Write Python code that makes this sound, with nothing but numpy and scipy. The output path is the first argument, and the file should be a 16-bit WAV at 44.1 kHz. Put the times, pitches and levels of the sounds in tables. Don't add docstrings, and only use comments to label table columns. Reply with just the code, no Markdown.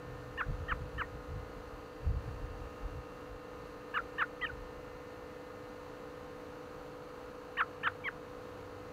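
import sys
import numpy as np
from scipy import signal
from scipy.fft import rfft, irfft
from scipy.io import wavfile
from scipy.ndimage import uniform_filter1d

SR = 44100
rng = np.random.default_rng(int(sys.argv[2]) if len(sys.argv) > 2 else 0)


def makeup_ratio(level_db):
    decades = np.asarray(level_db, float) / 20
    return 10 ** decades


def unload_wav(signal):
    wavfile.write(
        sys.argv[1],
        SR,
        np.round(np.clip(np.atleast_2d(signal).T, -1, 1) * 32767).astype(np.int16),
    )


N = 393372

# (start t/s, top t/s, stop t/s, top f/Hz, last f/Hz)
LOW_CALLS = [
    (.374, .385, .421, 1856, 960),
    (.681, .691, .732, 1884, 998),
    (.978, .985, 1.025, 1844, 914),
    (3.938, 3.949, 3.984, 1759, 1086),
    (4.18, 4.191, 4.232, 1855, 1087),
    (4.413, 4.421, 4.457, 2043, 1620),
    (7.57, 7.583, 7.62, 1886, 966),
    (7.831, 7.843, 7.883, 1826, 1010),
    (8.037, 8.045, 8.092, 2350, 1135),
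    (4.489, 4.4895, 4.508, 1950, 1420),
]
# (start t/s, top t/s, stop t/s, top f/Hz, trough f/Hz)
HIGH_CALLS = [(.374, .387, .447, 2940, 1429), (.682, .695, .733, 3190, 1450),
              (.977, .989, 1.05, 3085, 1841), (3.938, 3.951, 4.008, 2953, 1367),
              (4.18, 4.193, 4.25, 3066, 1406), (4.41, 4.426, 4.477, 3220, 2180),
              (7.568, 7.586, 7.637, 3050, 1306), (7.83, 7.847, 7.891, 3170, 1453),
              (8.04, 8.05, 8.087, 3242, 2249)]
# (level/dB, swell level/dB, bend of the fall [exponent], even sag [share 0-1])
LOW_EFFORT = [(-38.5, 4, 2.4, .18), (-38.5, 4, 2.2, .11), (-40, 4, 5.5, .43), (-38, 3, 1.65, .1),
              (-34.8, 4, 2.7, .4), (-34.6, 8, 11, .62), (-34.2, 8, 1.9, .01), (-35.3, 7, 3.2, .22),
              (-35.3, 9, 8.5, .42), (-47.5, .1, .2, .05)]
# (level/dB, bend [exponent], sag [share 0-1], fall t/s, hook after the trough [factor])
HIGH_EFFORT = [(-40.5, 1.97, .27, .039, 1.01), (-40.5, 1.8, .25, .042, .01), (-41, 1.75, .15, .041, .01),
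               (-37.5, 1.8, .17, .0435, .4), (-37.5, 1.6, .36, .048, .9), (-36.5, 4.3, .26, .051, .01),
               (-35.5, 1.5, .28, .041, .01), (-35, 2.05, .18, .04, .01), (-40.5, 4, .01, .035, .01)]
# (f/Hz, level/dB)
BEAK = [(1120, 5), (1330, 8.7), (1450, 6.2), (1560, 2.8), (1850, .1), (2200, -2.5), (2850, -6.5),
        (3200, -12)]
# (times high, times low, power of high, power of low, level/dB, flutter level/dB)
COUPLING = [
    (1, -1, .5, .5, 0, 1),
    (0, 2, 0, 1.5, -1.5, 4),
    (1, 1, 1, 1, 19, 8),
    (-1, 3, .5, .5, -13, 3),
]
# (f/Hz, level/dB)
THROAT = [(650, -20), (850, -9.5), (1050, -2.2), (1450, 0.5), (2300, -4), (2750, -16), (3300, -10.5),
          (3750, -12.5), (4150, -22), (4500, -42)]
# (order, line level/dB, one shaft turn below level/dB, one above level/dB,
# two below level/dB, two above level/dB)
BUZZ = [(1, -79, -110, -65, -110, -78), (2, -53, -60, -65, -86, -75), (3, -72, -79, -74, -75, -91),
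        (4, -72, -72, -67, -87, -84), (5, -64, -72, -72, -83, -77), (6, -79, -71, -77, -92, -87),
        (7, -92, -77, -70, -76, -89), (8, -84, -88, -76, -86, -84), (9, -83, -84, -83, -91, -89),
        (10, -88, -85, -79, -89, -89), (11, -77, -80, -83, -87, -86), (12, -86, -87, -91, -87, -93),
        (13, -90, -91, -93, -101, -97), (14, -91, -94, -93, -101, -92), (15, -89, -89, -96, -94, -105),
        (16, -91, -94, -91, -95, -86), (17, -90, -95, -93, -100, -91), (18, -93, -94, -94, -90, -90),
        (19, -91, -96, -105, -89, -100)]
CLEAR_LINES = [(2, 0), (7, 1), (11, 0)]
# (middle t/s, length t/s, level/dB)
LINE_SWELLS = [
    [(2.2, 1.6, -2.5), (6.5, 6, 1.2)],
    [(.05, .9, 6), (4.7, 3, 3.5), (7.4, 2.1, -5)],
    [(3.1, 2.1, 5), (7.4, 3.5, -8)],
]
# (order of the blade rate, level/dB)
FAN = [(2, -71), (3, -61), (4, -74), (5, -74), (7, -75), (9, -75), (11, -83), (13, -87)]
# (f/Hz, level/dB)
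LONE_LINES = [(289.73, -60), (447.5, -67), (5728, -92)]
# (f/Hz, level/dB per Hz)
AIR = [(40, -79.5), (100, -79), (200, -82), (450, -84.5), (1250, -86), (2200, -99), (2850, -99),
       (3400, -106), (4250, -102), (5400, -111), (6200, -107), (7500, -114), (9000, -122), (10500, -118)]
# (t/s, level/dB)
BREEZE = [(0, -60), (.45, -54), (1.55, -56), (1.85, -62), (2.3, -50), (2.65, -50), (2.78, -67), (3.1, -60),
          (3.6, -65), (4.33, -67), (4.5, -59), (5.1, -65), (5.6, -74)]
# (t/s, deep rumble level/dB, upper flutter level/dB, held t/s)
GUSTS = [(.08, -60, -54, .1), (.31, -53, -57, .05), (.49, -32, -35, .03), (.61, -37, -42, .01),
         (.72, -37, -43, .02), (.81, -45, -41, .03), (.95, -44, -47, .04), (1.14, -47, -44, .01),
         (1.3, -41, -46, .03), (1.36, -42, -40, .01), (1.42, -47, -48, .01), (1.57, -46, -48, .01),
         (1.73, -55, -52, .03), (2.065, -33, -34, .04), (2.15, -36, -39, .025), (2.28, -47, -38.5, .01),
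         (2.35, -42, -50, .01), (2.42, -39, -48, .03), (2.51, -45, -54, .03), (2.61, -43.5, -54, .03),
         (2.84, -35, -50, .01), (2.92, -46, -45, .07), (3.3, -51, -55, .06), (3.68, -56, -61, .03),
         (4.02, -54, -65, .03), (4.41, -50, -59, .05), (4.52, -50, -51, .01), (4.59, -46, -60, .03),
         (4.77, -54, -59, .03), (4.92, -56, -55, .04)]
# (step of the sideband comb, level/dB)
WHINE = [(-3, -108), (-2, -104), (-1, -99), (0, -91), (1, -91), (2, -100), (3, -105), (4, -106)]
# (from t/s, to t/s, f/Hz, level/dB)
ENGINES = [(0, 0.357, 124.6, -54), (0, .12, 158, -53), (5.4, 5.95, 94.4, -68), (6.05, 7.15, 151.3, -65),
           (7.699, 8.1, 97.5, -60), (7.703, 8.3, 152.2, -65), (8.4, 8.926, 96.3, -58)]

LOW_RISE_HZ_PER_MS2, HIGH_RISE_HZ_PER_MS2 = 2.7, 4.5
ATTACK_S, RELEASE_S, EDGE_DB = .004, .004, 16
SWELL_S, HIGH_SWELL_DB = .022, 4.5
TIRE_AT, TIRE_DB, TIRE_S = .88, 12, .009
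OVERTONE_DB, OVERTONE_HZ = -38, 12100
DECK_DB, DECK_T60_S = -19.5, .09
WALL_S, WALL_DB = .023, -25
BUZZ_HZ, SHAFT_HZ, BLADE_HZ = 249.03, 57.95, 156.62
SHAKE_LAG_RAD = .65
GUST_RISE_DB_PER_S, GUST_FALL_DB_PER_S = 550, 330
WHINE_HZ, WHINE_STEP_HZ = 13080.5, 81
HISS_DB = -117


def walk(rate):
    k = int(SR / rate)
    steps = np.repeat(rng.standard_normal(N // k + 1), k)
    return 0.8 * uniform_filter1d(uniform_filter1d(steps, k), k)[:N]


def band(x, lo_hz, hi_hz):
    return signal.sosfilt(signal.butter(2, [lo_hz, hi_hz], "band", fs=SR, output="sos"), x)


def robin():
    high_hz, high_size = voice(HIGH_CALLS, HIGH_EFFORT, HIGH_RISE_HZ_PER_MS2, high_fall)
    low_hz, low_size = voice(LOW_CALLS, LOW_EFFORT, LOW_RISE_HZ_PER_MS2, low_fall)
    high, low = 2 * np.pi * np.cumsum([high_hz, low_hz], axis=1) / SR
    song = high_size * np.sin(high) + low_size * np.sin(low)
    for m, n, p, q, db, flutter_db in COUPLING:
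        throat_db = np.interp(m * high_hz + n * low_hz, *np.transpose(THROAT))
        size = makeup_ratio(db + throat_db) * high_size ** p * low_size ** q
        song += size * makeup_ratio(flutter_db * walk(250)) * np.sin(m * high + n * low)
    song += overtones(low, low_hz, low_size, high_size)
    return song + wall_echo(song) + deck_echo(song)


def voice(calls, efforts, rise, fall):
    hz, size = np.ones(N), np.zeros(N)
    for (start, top, stop, top_hz, end_hz), (db, *shape) in zip(calls, efforts):
        i = np.arange(int(start * SR) - 200, int(stop * SR) + 200)
        t = np.clip(i / SR, start, stop)
        ms = (t - top) * 1000
        share, swell_db, tired_db = fall(np.maximum(ms, 0), (stop - top) * 1000, *shape)
        hz[i] = top_hz - rise * np.minimum(ms, 0) ** 2 - (top_hz - end_hz) * share
        attack = np.maximum(1 - (t - start) / ATTACK_S, 0)
        release = np.maximum(1 - (stop - t) / RELEASE_S, 0)
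        swell = np.maximum(1 - (t - start) / SWELL_S, 0)
        breath_db = db - EDGE_DB * (attack + release) - swell_db * swell - tired_db
        beak_db = np.interp(hz[i], *np.transpose(BEAK))
        size[i] = makeup_ratio(breath_db + beak_db) * (t == i / SR)
    size = np.sqrt(2) * abs(uniform_filter1d(size, int(.0013 * SR)))
    return hz, size * makeup_ratio(1.2 * walk(270))


def high_fall(ms, span_ms, bend, sag, fall_s, hook):
    u = ms / 1000 / fall_s
    swing = sag * u + (1 - sag) * np.sin(np.pi / 2 * u ** bend) ** 2
    hooked = 1 - (hook * (u - 1)) ** 2
    tired_db = TIRE_DB * (1 - np.exp(-np.maximum(u - TIRE_AT, 0) * fall_s / TIRE_S))
    return np.where(u > 1, hooked, swing), HIGH_SWELL_DB, tired_db


def low_fall(ms, span_ms, swell_db, bend, sag):
    u = ms / span_ms
    return sag * u + (1 - sag) * u ** bend, swell_db, 0


def overtones(low, low_hz, low_size, high_size):
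    comb = sum(np.sin(k * low) * walk(1200) for k in range(5, 13))
    comb *= makeup_ratio(OVERTONE_DB) * low_size ** .7 * high_size ** .4 * (low_hz / 1500) ** 2
    resonant = band(comb, OVERTONE_HZ - 1100, OVERTONE_HZ + 1100)
    return resonant + makeup_ratio(-2) * band(comb, 5000, 13000)


def wall_echo(song):
    return makeup_ratio(WALL_DB) * np.roll(band(song, 610, 2500), int(WALL_S * SR))


def deck_echo(song):
    t = np.arange(SR // 4) / SR
    echo = rng.standard_normal(len(t)) * makeup_ratio(-60 * t / DECK_T60_S) * (t > .006)
    return makeup_ratio(DECK_DB) * signal.fftconvolve(song, echo / np.linalg.norm(echo))[:N]


def air_conditioner():
    buzz = {}
    for order, *levels in BUZZ:
        for turn, db in zip((0, -1, 1, -2, 2), levels):
            if db > -100:
                phase = order ** 2 + SHAKE_LAG_RAD * turn ** 2
                buzz[order, turn] = (order * BUZZ_HZ + turn * SHAFT_HZ, db, phase)
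    t = np.arange(N) / SR
    clear = 0
    for line, swells in zip(CLEAR_LINES, LINE_SWELLS):
        hz, db, phase = buzz.pop(tuple(line))
        for middle, length, lift_db in swells:
            db = db + lift_db * np.exp(-(2 * (t - middle) / length) ** 2)
        clear = clear + makeup_ratio(db) * np.sqrt(2) * np.sin(2 * np.pi * hz * t + phase)
    fan = [(k * BLADE_HZ, db, 0) for k, db in FAN]
    lone = [(hz, db, 0) for hz, db in LONE_LINES]
    return clear + makeup_ratio(.5) * tones(list(buzz.values()) + fan + lone)


def tones(lines):
    t, slow = np.arange(N) / SR, np.arange(0, N / SR + 1, .7)
    out = np.zeros(N)
    for hz, db, phase in lines:
        chance_db = min(hz / 550, 3) * rng.standard_normal(len(slow))
        swell = np.interp(t, slow, makeup_ratio(chance_db))
        out += makeup_ratio(db) * swell * np.sin(2 * np.pi * hz * t + phase)
    return out * np.sqrt(2)


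def air():
    hz = np.fft.rfftfreq(N, 1 / SR)
    at_hz, db = np.transpose(AIR)
    rush = makeup_ratio(np.interp(np.log(hz + 1), np.log(at_hz), db, right=-130))
    rush *= np.clip(hz / 30, 0, 1) ** 2
    colour = np.hypot(rush, makeup_ratio(HISS_DB)) * np.sqrt(SR / 2)
    noise = irfft(rfft(rng.standard_normal(N)) * colour, N)
    return noise * makeup_ratio(0.13 * walk(1.65) + 0.72 * walk(12))


def wind():
    t, out = np.arange(N) / SR, 0
    breeze = makeup_ratio(np.interp(t, *np.transpose(BREEZE)))
    for k, (lo_hz, hi_hz, breeze_db) in enumerate([(33, 78, .1), (60, 150, -3)]):
        eddies = band(band(rng.standard_normal(N), lo_hz, hi_hz), lo_hz, hi_hz)
        eddies /= np.sqrt(uniform_filter1d(eddies ** 2, int(1.5 * SR / lo_hz)) + 0.17 * eddies.var())
        push = breeze * makeup_ratio(breeze_db + 3 * walk(15))
        for s, *db, held in GUSTS:
            i = slice(max(int((s - .2) * SR), 0), int((s + .4) * SR))
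            rise_db = GUST_RISE_DB_PER_S * (s - t[i])
            fall_db = GUST_FALL_DB_PER_S * (t[i] - s - held)
            fade_db = np.maximum(np.maximum(rise_db, fall_db), 0)
            push[i] = np.hypot(push[i], makeup_ratio(db[k] - fade_db))
        out = out + eddies * push
    return out


def whine():
    t = np.arange(N) / SR
    drift = 2 * np.pi * np.cumsum(2.5 * walk(4)) / SR
    out = np.zeros(N)
    for k, db in WHINE:
        hz = WHINE_HZ + k * WHINE_STEP_HZ
        out += makeup_ratio(db) * np.sqrt(2) * np.sin(2 * np.pi * hz * t + drift + k * k)
    return out


def traffic():
    t, out = np.arange(N) / SR, 0
    for start, end, hz, db in ENGINES:
        gate = np.clip(np.minimum(t - start + .04, end - t + .04) / 0.12, 0, 1)
        phase = 2 * np.pi * np.cumsum(hz * (1 + 0.0149 * walk(12))) / SR
        out = out + makeup_ratio(db + 2.5 * walk(14)) * np.sqrt(2) * gate * np.sin(phase)
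    return out


def scene():
    return (robin() + air_conditioner() + air() + wind() + whine() + traffic())[None]


def low_pass(x):
    return signal.sosfilt(signal.butter(12, 15710, fs=SR, output="sos"), x)


def record(dry):
    bass = signal.butter(2, 17, "high", fs=SR, output="sos")
    top = signal.ellip(10, .2, 60, 15650, fs=SR, output="sos")
    mix = signal.sosfilt(np.vstack([bass, top]), dry)
    return low_pass(mix)


dry = scene()
out = record(dry)
unload_wav(out)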